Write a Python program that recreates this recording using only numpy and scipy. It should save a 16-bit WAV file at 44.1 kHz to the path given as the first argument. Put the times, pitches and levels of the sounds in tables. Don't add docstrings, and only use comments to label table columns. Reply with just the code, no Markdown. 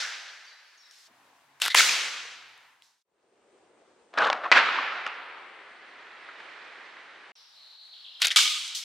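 import sys
import numpy as np
from scipy import signal
from scipy.fft import rfft, irfft, next_fast_len
from scipy.io import wavfile
from scipy.ndimage import uniform_filter1d, minimum_filter1d

SR = 44100
rng = np.random.default_rng(int(sys.argv[2]) if len(sys.argv) > 2 else 0)


def voltage_ratio(decibels):
    exponent = np.asarray(decibels, float) / 20
    return 10 ** exponent


def materialize(psi):
    bounded = np.clip(np.atleast_2d(psi).T, -1, 1)
    quanta = np.round(bounded * 32767).astype(np.int16)
    wavfile.write(sys.argv[1], SR, quanta)


N = 389844
T = np.arange(N) / SR
BLACK_S = 3.036

# start_s, level_db, hold_s, fall_db_per_s
FLAPS = [
    [(1.618, -26, 0.042, 500.5), (1.674, -29.5, 0.0086, 699.5)],
    [(4.176, -26, 0.099, 600.5), (4.177, -24.5, 0.014, 606.5), (4.204, -26, 0.0067, 501),
     (4.221, -24.5, 0.0059, 351.5), (4.258, -26.5, 0.0175, 501.5), (4.283, -29, .007, 1104.5),
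     (4.302, -27.5, 0.024, 300.5)],
    [(8.218, -24.5, 0.0045, 900), (8.227, -26.5, 0.013, 350), (8.245, -22, .013, 1500),
     (8.268, -27, 0.0055, 350)],
]
HITS_S = [1.745, 4.516, 8.36]
# start_s, end_s, level_db
CUTS = [
    (0, 1.076, -62.5),
    (1.073, 3.042, -64),
    (3.049, 7.317, -62.5),
    (7.354, 8.84, -59.5),
]


def on_log(table, hz):
    f, v = np.transpose(table)
    return np.interp(np.log(hz + 1), np.log(f), v)


def walk(count, rate):
    k = max(int(SR / rate), 1)
    held = np.repeat(rng.standard_normal(count // k + 1), k)
    return 1.2 * uniform_filter1d(held, k)[:count]


def span(t0, t1):
    return T[int(t0 * SR):int(t1 * SR)]


def decay(t, t60):
    return np.exp(-np.log(1000) * t / t60)


def swells(t, rows, rise_db_s):
    power = 1e-14
    for s, db, hold, fall in rows:
        rise_db = rise_db_s * np.maximum(s - t, 0)
        fall_db = fall * np.maximum(t - s - hold, 0)
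        power = power + voltage_ratio(db - rise_db - fall_db) ** 2
    return 10 * np.log10(power)


def fade(t):
    return np.interp(t, [2.65, BLACK_S, 3.6], [1, 0, 1])


def add(out, x, start, pan_db):
    i = int(start * SR)
    mid, side = np.broadcast_to(x, (2, x.shape[-1])) * [[1], [x.ndim - 1]]
    both = np.array([(mid + side) * voltage_ratio(pan_db / 2), (mid - side) * voltage_ratio(-pan_db / 2)])
    out[:, i:i + both.shape[1]] += both[:, :N - i]


def ring(x, hz, width_hz):
    return signal.lfilter(*signal.iirpeak(hz, hz / width_hz, SR), x)


def wash(out, s, db, pan_db, tone, band_hz, tilt_db=0., grain_db=2.5, grain_rate=950.0, flicker_db=1.0,
         wide_db=0., thin_db=0.):
    # freq_hz, side_minus_mid_db
    spread = [(60, -27), (110, -28), (200, -20), (380, -15.5), (700, -15), (1290, -12), (2380, -9),
              (4400, -8), (8120, -3), (15000, -3)]
    thin_hz = 450.3
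    t = span(s[0], s[-1])
    size = next_fast_len(len(t))
    hz = np.fft.rfftfreq(size, 1 / SR)
    shape = voltage_ratio(on_log(tone, hz))
    in_band = (hz > band_hz[0]) & (hz < band_hz[1])
    shape = shape / np.sqrt(np.sum(shape[in_band] ** 2) / len(hz))
    grain = voltage_ratio(grain_db * walk(size, grain_rate))
    noise = rng.standard_normal((2, size)) * grain / np.sqrt(np.mean(grain ** 2))
    noise = rfft(noise) * shape * np.array([hz ** 0, voltage_ratio(on_log(spread, hz) + wide_db)])
    x = 0
    tilt_db = np.interp(t, s, tilt_db + 0 * s)
    for centre in 30 * 2 ** np.arange(.5, 9.1, .5):
        window = np.clip(1 - 2 * np.abs(np.log2((hz + 1) / centre)), 0, 1)
        escaped_db = thin_db * (t - t[0]) * max(np.log2(thin_hz / centre), 0)
        slope_db = tilt_db * (centre - band_hz[0] * 2) / 1000 - escaped_db
        x = x + irfft(noise * window, size)[:, :len(t)] * voltage_ratio(slope_db + flicker_db * walk(len(t), 25))
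    edge = np.clip(np.minimum(t - s[0], s[-1] - t) / 0.0024, 0, 1)
    level = voltage_ratio(uniform_filter1d(np.interp(t, s, db), size=160))
    add(out, x * edge * level, s[0], np.interp(t, s, pan_db + 0 * s))


def slingshot(out):
    # freq_hz, density_db_per_hz
    flap_tone = [
        [(59, -79), (100, -47.5), (621, -23), (705, -12.5), (1130, -15.5), (1480, -1.5), (1870, -4.5),
         (3860, -3), (6840, -14.5), (14400, -27), (16000, -43.5)],
        [(35, -82.5), (60, -57.5), (267, -11), (361, -15.5), (593, -2), (1000, -1.5), (1450, 1), (2080, -11.5),
         (3490, -17.5), (9220, -48.5), (10500, -64)],
        [(59, -80), (100, -46), (289, -38), (662, -17), (991, -22), (1480, -4), (1680, -4.5), (3780, 0),
         (5080, -5), (6840, -15), (16000, -32)],
    ]
    # freq_hz, density_db_per_hz
    end_tone = [
        [(180, -72.5), (300, -42), (1460, -17), (1930, -2.5), (2360, -16.5), (3190, -7.5), (4230, -7),
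         (4670, -14), (10200, -28), (16000, -47)],
        [(59, -75), (100, -45.5), (758, -2), (1010, -11), (1210, -5), (1530, -8), (4200, -25.5), (10500, -63.5)],
        [(180, -73), (300, -41), (1010, -21), (1970, 2), (2570, -9), (3130, -3.5), (5520, -11), (10400, -22),
         (16000, -47)],
    ]
    # start_s, level_db, hold_s, fall_db_per_s
    wobbles = [
        [(1.701, -34, 0.015, 330)],
        [(4.345, -35.5, 0.018, 69.9), (4.436, -35, 0.035, 330)],
        [(8.304, -36.5, 0.016, 150), (8.309, -29, 0.009, 900)],
    ]
    dulling = [10, 3., 9.1]
    slowed = [0.96, 2.3, 0.99]
    lead_s, lead_db, lead_rise_db_s = .02, -13, 754
    rise_db_s, bright_s = 5005, 0.025
    shots = zip(FLAPS, wobbles, HITS_S, slowed, flap_tone, end_tone, dulling)
    for flaps, ends, hit, slow, tone, last_tone, dull_db in shots:
        release, db = flaps[0][:2]
        s = span(release - lead_s * slow, hit)
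        lead = swells(s, [(release, db + lead_db, 0, rise_db_s)], lead_rise_db_s / slow)
        loud = np.maximum(lead, swells(s, flaps, rise_db_s))
        tilt_db = -dull_db * (s - release - bright_s * slow)
        last = swells(s, ends, rise_db_s)
        for level_db, colour, tilt in ((loud, tone, tilt_db), (last, last_tone, 0)):
            wash(out, s, level_db, 1.2, colour, (600, 9000), tilt, grain_db=1.5, grain_rate=700. / slow,
                 wide_db=-8.)


def snaps(out, events, low_hz, top_hz):
    t = T[:SR // 10]
    band = signal.butter(3, [low_hz, top_hz], "band", fs=SR, output="sos")
    for s, db, hz, t60, broad_db in events:
        rough = rng.standard_normal(len(t)) * voltage_ratio(2.8 * walk(len(t), 3000.))
        step = 6.5 * (t == 0)
        rattle = (rough + step) * decay(t, max(t60, .002))
        x = signal.sosfilt(band, 3 * ring(rattle, hz, 0.21 * hz) + voltage_ratio(broad_db) * rattle)
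        add(out, x * voltage_ratio(db) / np.max(np.abs(x)), s, .5)


def strikes(out):
    # time_s, peak_db, pitch_hz, broad_crack_db
    cracks = [(1.7465, -5, 2010, -7), (8.2185, -9.5, 3070, -11), (8.2492, -12, 3660, -2),
              (8.3605, 3, 3460, -6), (8.752, -32, 3400, -1)]
    # time_s, peak_db, pitch_hz, t60_s, broad_crack_db
    burst = [(1.601, -30, 1400, .012, 0), (1.6182, -11.5, 3503, 0.0099, -2), (1.619, -9, 3200, .016, -5),
             (1.6613, -9.5, 2495, .003, 1), (1.663, -21, 1500, 0.034, -14.5),
             (1.7449, -13, 1094, .005, -7.5), (1.7485, -5, 1053, .01, -1), (1.7508, -8, 2700, 0.011, -2),
             (1.677, -17, 2497, 0.0055, -4), (8.2195, -5.5, 4200, 0.0051, -3),
             (8.2211, -15, 3500, 0.011, 0), (8.2274, -8.5, 3200, .03, -18), (8.252, -17, 4200, .014, -6),
             (8.257, -12, 3000, .006, -1), (8.3625, 1, 3380, 0.026, -9), (8.3611, -22, 1200, 0.028, -20),
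             (8.37, -6, 3020, 0.015, -14), (8.383, -18, 1460, 0.061, -25), (8.364, -6, 3400, .012, -5),
             (8.203, -36, 1300, 0.021, -9)]
    # time_s, peak_db, pitch_hz, broad_crack_db
    ticks = [(0.911, -36.5, 5490, -18), (1.6445, -28, 5500, -3), (1.6535, -14.5, 3180, 1),
             (1.6815, -11, 1460, -1), (2.577, -44, 1326, -9), (2.822, -40.5, 3380, -8),
             (8.2701, -4.5, 6500, -3), (8.2822, -15, 3500, -7), (8.679, -29, 3260, 6)]
    # time_s, peak_db, pitch_hz
    slow_cracks = [(4.1758, -19, 1296), (4.5175, -6.5, 1800), (4.521, -6.5, 2370)]
    # time_s, peak_db, pitch_hz
    slow_ticks = [(4.139, -31, 608), (5.065, -17.5, 1386), (5.077, -28, 1170), (5.588, -48, 1654),
                  (6.345, -44, 2010), (6.402, -33, 1500), (6.757, -39, 1910), (6.969, -37, 1890)]
    # time_s, peak_db, pitch_hz, t60_s, broad_crack_db
    slaps = [(4.1802, -20, 3980, .014, -8), (4.186, -19, 5530, 0.0091, -7), (4.221, -18, 1600, 0.0076, -21),
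             (4.2385, -26, 4500, 0.011, -11), (4.2448, -17.5, 3300, .01, -15), (4.2495, -18, 3800, .01, 0),
             (4.252, -26.5, 5200, .012, -7.5), (4.27, -20, 3300, .01, -5), (4.2745, -22, 1500, .014, -14),
             (4.301, -12, 3400, 0.0044, -7.5), (4.3273, -18.5, 2500, 0.011, -10),
             (4.3298, -12.5, 2200, 0.0068, 2), (4.3328, -26, 1500, .01, -14),
             (4.5161, -2.5, 2560, 0.0063, -4.5), (4.519, -11, 4800, .03, -5.5),
             (4.525, -8.5, 2500, .015, -8), (4.572, -5, 1420, 0.03, -20.5)]
    # time_s, peak_db, pitch_hz, t60_s, broad_crack_db
    knocks = [(4.3012, -12, 780, .013, -8), (4.436, -27, 1360, .05, -10), (4.454, -18, 1170, .06, -10),
              (6.287, -31, 1420, .04, -8)]
    quick = [(s, db, hz, 0.0099, broad_db) for s, db, hz, broad_db in ticks]
    quick += [(s, db, hz, 0.021, broad_db) for s, db, hz, broad_db in cracks]
    quick += burst
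    slow = [(*e, 0.022, -4) for e in slow_ticks] + [(*e, 0.035, 0) for e in slow_cracks]
    snaps(out, [e for e in quick if e[0] < BLACK_S], 440.0, 11500.)
    snaps(out, slow + knocks[:1], 320.0, 3300.)
    snaps(out, slaps, 320., 4500.)
    snaps(out, knocks[1:], 500., 2200.)
    snaps(out, [e for e in quick if e[0] > BLACK_S], 970.0, 10500.0)


def rings(out):
    # time_s, peak_db, pitch_hz, attack_s, t60_s
    resonances = [(1.701, -20, 3880, 0.0028, .03), (1.702, -26, 2000, .003, .03),
                  (1.7085, -23.5, 3620, .003, .025), (1.714, -27, 2050, 0.0043, .03),
                  (1.716, -23, 4000, .002, .025), (1.726, -32, 2080, 0.0051, 0.044),
                  (1.7465, -11, 1050, .002, .009), (1.7472, -6, 2000, .002, .012),
                  (1.748, -8, 2900, .002, .012), (4.517, -7.5, 2000, .002, .035),
                  (4.5175, -17, 4300, .003, .05), (1.796, -11, 2200, 0.0026, 0.017),
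                  (1.804, -11, 1444, .002, .014), (1.771, -10, 4530, 0.0018, 0.018),
                  (1.783, -12, 4220, .004, 0.027), (1.8905, -16, 2490, .002, 0.018),
                  (4.184, -14.5, 1646, .004, 0.028), (4.204, -16, 1500, 0.0047, .04),
                  (4.243, -17, 1350, .003, .025), (4.272, -16, 1500, 0.0043, 0.022),
                  (4.284, -18.5, 1055, .004, 0.028), (4.563, -9, 1446, 0.0057, 0.037),
                  (4.585, -12, 1543, .005, .025), (4.684, -18.5, 1303, .003, .03),
                  (4.786, -15, 1130, .001, .012), (4.92, -25, 1280, .003, 0.029),
                  (8.303, -17, 3200, .002, .015), (8.309, -19.5, 2890, .003, .03),
                  (8.314, -20, 3710, 0.0028, 0.022)]
    t = T[:SR // 8]
    for s, db, hz, attack, t60 in resonances:
        push = (1 + 6 * rng.standard_normal(len(t))) * np.sin(2 * np.pi * hz * t)
        swell = np.minimum(t / max(attack, .0005), 1) * decay(np.maximum(t - attack, 0), max(t60, .005))
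        x = ring(ring(push, hz, 0.15 * hz) * swell, hz, hz / 2)
        add(out, x * voltage_ratio(db) / np.max(np.abs(x)), s, .3)


def kicks(out):
    # time_s, peak_db, length_s, sign
    pulses = [(1.6613, -9, .0002, -1), (1.6815, -12, .00015, 1), (1.7465, -4, .0002, 1),
              (1.7485, -5, .0003, -1), (1.7495, -6, .0002, 1), (4.2213, -12, .0004, -1),
              (4.301, -9, .0004, 1), (4.33, -10, .0003, 1), (4.5165, -3, .0004, -1),
              (5.0655, -25, .00012, 1), (5.067, -27, .00016, -1), (5.0765, -32, .00012, 1),
              (8.2195, -6, .00015, -1), (8.2567, -12, .00015, -1), (8.3607, -5, .00015, -1),
              (8.3645, -8, .00016, 1), (8.3655, -8, .00016, -1)]
    t = T[:SR // 250] - T[SR // 500]
    for s, db, length, sign in pulses:
        u = (2 * t / length) ** 2
        add(out, sign * voltage_ratio(db) * (1 - u) * np.exp(-u / 2), s + t[0], .3)


def forest(out):
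    # start_s, level_db, hold_s, fall_db_per_s
    returns = [
        [(0, -36.5, 0.004, 34), (0, -34.5, 0.00095, 109)],
        [(1.755, -25, 0.12, 44), (1.785, -20.5, 0.014, 300.5)],
        [(4.522, -26, 0.14, 28.5), (4.522, -14, 0.0026, 700), (4.566, -16.5, 0.014, 300.5)],
        [(8.366, -31, 0.034, 34), (8.366, -24, 0.025, 91), (8.366, -21, 0.0021, 700)],
    ]
    ends = [1.07, 3.0, 5.7, 8.84]
    # freq_hz, density_db_per_hz
    tail_tone = [
        [(47, -83), (80, -41), (122, -52), (338, -28), (802, -13.5), (1070, -12), (1630, -1), (2540, -6),
         (5770, -9), (16000, -48.5)],
        [(24, -76), (40, -49.5), (455, -17), (585, -16.5), (733, -14.5), (1480, -3.5), (2150, -0.5),
         (6490, -4.5), (11300, -20.5), (16000, -30)],
        [(24, -100), (40, -72), (209, -26), (264, -21), (597, -14), (720, -10.5), (1410, -3.5), (2500, -6.5),
         (4640, -20), (8130, -43.5), (10500, -64)],
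        [(59, -92), (100, -54), (283, -54.5), (1100, -18), (1230, -11.5), (1830, -15.5), (2220, -3.5),
         (2580, -6), (3250, 2.5), (7770, -9.5), (16000, -33)],
    ]
    absorption = [2.9, 4.2, 2.5, 2.5]
    for rows, end, tone, air_db, pan_db in zip(returns, ends, tail_tone, absorption, [.3, .4, -.8, -.2]):
        s = span(rows[0][0], end)
        db = swells(s, rows, 349.5) + 20 * np.log10(fade(s))
        tilt_db = -air_db * (s - s[0] - 0.0525)
        wash(out, s, db, pan_db, tone, (900, 3500), tilt_db, grain_db=0.5, grain_rate=300.,
             wide_db=-1.0, thin_db=9.0)


def can(out):
    # pitch_hz, level_db, t60_s
    modes = [(1238, -19.5, 2.2), (1250, -11, .15), (2283, -8, 0.6), (2772, -10, .8), (3070, -8, 0.4),
             (3278, -5, .3), (5030, -12, .4)]
    spin_hz, spin_depth, facing_s = 20, .7, .057
    t = T[:int(.24 * SR)]
    spin = 1 + spin_depth * np.cos(2 * np.pi * spin_hz * (t - facing_s))
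    x = 0
    for hz, db, t60 in modes:
        beating = voltage_ratio(db + 2.5 * walk(len(t), 49.5))
        x = x + beating * np.sin(2 * np.pi * hz * t) * decay(t, t60)
    edge = np.clip(np.minimum(t / 0.0031, (t[-1] - t) / 0.018), 0, 1)
    add(out, voltage_ratio(-22) * x * spin * edge, 8.361, -1.)


def spray(out):
    # time_s, level_db, brightness_db_per_khz, left_minus_right_db
    jet = [(5.3, -42, -0.5, 12), (5.69, -51, 0.5, 0), (6.6, -47, 1, -2.5), (7.32, -52, 1, -0.5)]
    # freq_hz, density_db_per_hz
    jet_tone = [(24, -64), (40, -45), (134, -31), (235, -19), (297, -12.5), (402, -8.5), (656, -5.5),
                (1320, 0), (1920, 0.5), (4230, -16), (7070, -37), (8920, -49), (10500, -58)]
    s, db, tilt_db, pan_db = np.transpose(jet)
    swell_db = -12 * np.clip((5.7 - s) / 0.36, 0, 1)
    wash(out, s, db + swell_db, pan_db, jet_tone, (700, 3000), tilt_db, grain_db=.4, grain_rate=90.,
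         flicker_db=.6)


def leaves(out):
    # start_s, level_db, hold_s, fall_db_per_s
    rustles = [(0.912, -67, .16, 900), (2.827, -71, .01, 93), (8.747, -39.5, .005, 153)]
    # freq_hz, density_db_per_hz
    leaf_tone = [(1180, -43), (2000, -18), (3740, -4.5), (4530, -6), (5350, -5.5), (6470, -8), (14300, -26),
                 (16000, -35)]
    for row in rustles:
        s = span(row[0], row[0] + .2)
        wash(out, s, swells(s, [row], 0), 0, leaf_tone, (6200, 10000), grain_db=1.0)


def birds(out):
    # start_s, length_s, start_hz, held_hz, level_db
    whistles = [(.45, 0.1, 6900, 4590, -54.5), (0.498, 0.058, 4700, 4000, -53.5),
                (0.561, 0.21, 4600, 4550, -67), (.775, 0.045, 6800, 5510, -59),
                (.815, .15, 5510, 5510, -62), (.82, .095, 5010, 3840, -61), (.962, .085, 5400, 5100, -67)]
    song = np.zeros((2, N))
    for s, length, start_hz, hz, db in whistles:
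        t = T[:int(length * SR)]
        glide = np.clip(1 - t / .015, 0, 1) ** 1.3
        pitch = hz * (1 + .008 * walk(len(t), 250)) + (start_hz - hz) * glide
        level = voltage_ratio(db + glide - 4 * t / length + 2.2 * walk(len(t), 100))
        tone = np.sin(2 * np.pi * np.cumsum(pitch) / SR)
        add(song, level * tone * signal.windows.tukey(len(t), .08), s, 0)
    far = trill(np.zeros((2, N)))
    echo = rng.standard_normal((2, SR)) * decay(T[:SR], .5)
    echo = echo / np.sqrt(np.sum(echo[0] ** 2)) * [[1], [.55]]
    wet = signal.fftconvolve([voltage_ratio(-3.5) * song[0] + far], echo, axes=1)[:, :N]
    heard = (T < CUTS[0][1]) | (T > CUTS[3][0])
    add(out, (wet + [song[0] + 0.73 * far, 0 * far]) * heard, 0, 1.2)


def trill(far):
    # start_s, loudest_s, level_db, centre_hz, sweep_width_hz
    phrases = [(7.351, 7.354, -58.5, 5170, 1805), (7.5, 7.821, -51.5, 4134, 995),
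               (7.921, 7.95, -53, 3650, 1900), (8.04, 8.046, -50, 3486, 1770),
               (8.143, 8.156, -49, 3500, 1900), (7.9, 8.001, -57.5, 4350, 700),
               (7.98, 8.18, -64, 5000, 900)]
    for start, loudest, db, hz, width_hz in phrases:
        t = span(start, HITS_S[-1])
        stroke = np.cumsum(45 * (1 + 0.16 * walk(len(t), 30))) / SR % 1
        sag_hz = 700 * (t - loudest) * (t > loudest)
        pitch = hz - sag_hz + width_hz * (.5 - stroke)
        swell_db = swells(t, [(loudest, db, 0, 58)], 33)
        level = voltage_ratio(swell_db + 4.0 + 2.0 * walk(len(t), 25))
        tone = np.sin(2 * np.pi * np.cumsum(pitch) / SR)
        add(far, tone * np.sin(np.pi * stroke) ** 0.32 * level, start, 0)
    return far[0]


def bee(out):
    # start_s, end_s, wing_hz_at_start, wing_hz_at_end, level_db
    passes = [(1.08, 1.42, 131.8, 138, -83.5), (1.441, 1.607, 137, 140, -78),
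              (2.099, 2.598, 111.5, 108, -81.5)]
    for t0, t1, start_hz, end_hz, db in passes:
        t = span(t0, t1)
        phase = 2 * np.pi * np.cumsum(np.interp(t, [t0, t1], [start_hz, end_hz])) / SR
        drone = np.sin(phase) + 0.59 * np.sin(2 * phase)
        add(out, drone * voltage_ratio(db) * signal.windows.tukey(len(t), .4), t0, 0)


def rumble(out):
    # start_s, level_db, hold_s, fall_db_per_s
    drone = (1.074, -68, 0, 19)
    # freq_hz, density_db_per_hz
    drone_tone = [(100, -30), (180, -16), (270, -0.5), (400, -11), (700, -1), (1100, -3), (2500, -44)]
    s = span(drone[0], FLAPS[0][0][0])
    wash(out, s, swells(s, [drone], 0), 1., drone_tone, (200, 800), flicker_db=3.5)


def still():
    # freq_hz, density_db_per_hz
    air_tone = [
        [(18, -73), (30, -43), (364, -14.5), (449, -13), (1810, 1), (2830, -7.5), (4650, -1.5), (6550, -13.5),
         (16000, -28)],
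        [(18, -62), (30, -31.5), (134, -10.5), (189, -16), (273, -10.5), (540, -12.5), (913, 2.5), (1280, -3),
         (1590, -1), (2900, -8.5), (14400, -25.5), (16000, -28)],
        [(18, -56.5), (30, -34.5), (167, -25), (384, -8), (762, -14.5), (1240, -20.5), (1630, -23),
         (5830, -35.5), (8840, -36.5), (10500, -61.5)],
        [(18, -57.5), (30, -25), (49, -43), (150, -28), (295, -30.5), (866, -14), (2610, -16), (3980, -5.5),
         (6210, -25), (16000, -39.5)],
    ]
    air = np.zeros((2, N))
    for (t0, t1, db), tone in zip(CUTS, air_tone):
        wash(air, np.array([t0, t1]), np.array([db, db]), 1.0, tone, (30, 16000), grain_db=0.5,
             grain_rate=22.0, wide_db=4.5)
    slow = (T > CUTS[2][0]) & (T < CUTS[2][1])
    whine = ring(rng.standard_normal(N), 8651, 6.)
    air += slow * whine * voltage_ratio(-87) / np.std(whine)
    return air


def scene():
    out = still() * fade(T)
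    for source in (slingshot, strikes, rings, kicks, forest, can, spray, leaves, birds, bee, rumble):
        source(out)
    return out


def low_pass(x):
    return signal.sosfilt(signal.butter(12, 16500, fs=SR, output="sos"), x)


def record(dry):
    gain = np.minimum(.88 / (np.abs(dry).max(0) + 1e-9), 1)
    dry = dry * uniform_filter1d(minimum_filter1d(gain, size=257), size=129)
    slow = (T > CUTS[2][0]) & (T < CUTS[3][0])
    dull = signal.sosfilt(signal.ellip(8, .3, 80, 9800, fs=SR, output="sos"), dry)
    full = signal.sosfilt(signal.ellip(8, .3, 80, 15900, fs=SR, output="sos"), dry)
    dither = voltage_ratio(-99.0) * rng.standard_normal(dry.shape)
    return low_pass(np.where(slow, dull, full) + dither)


dry = scene()
out = record(dry)
materialize(out)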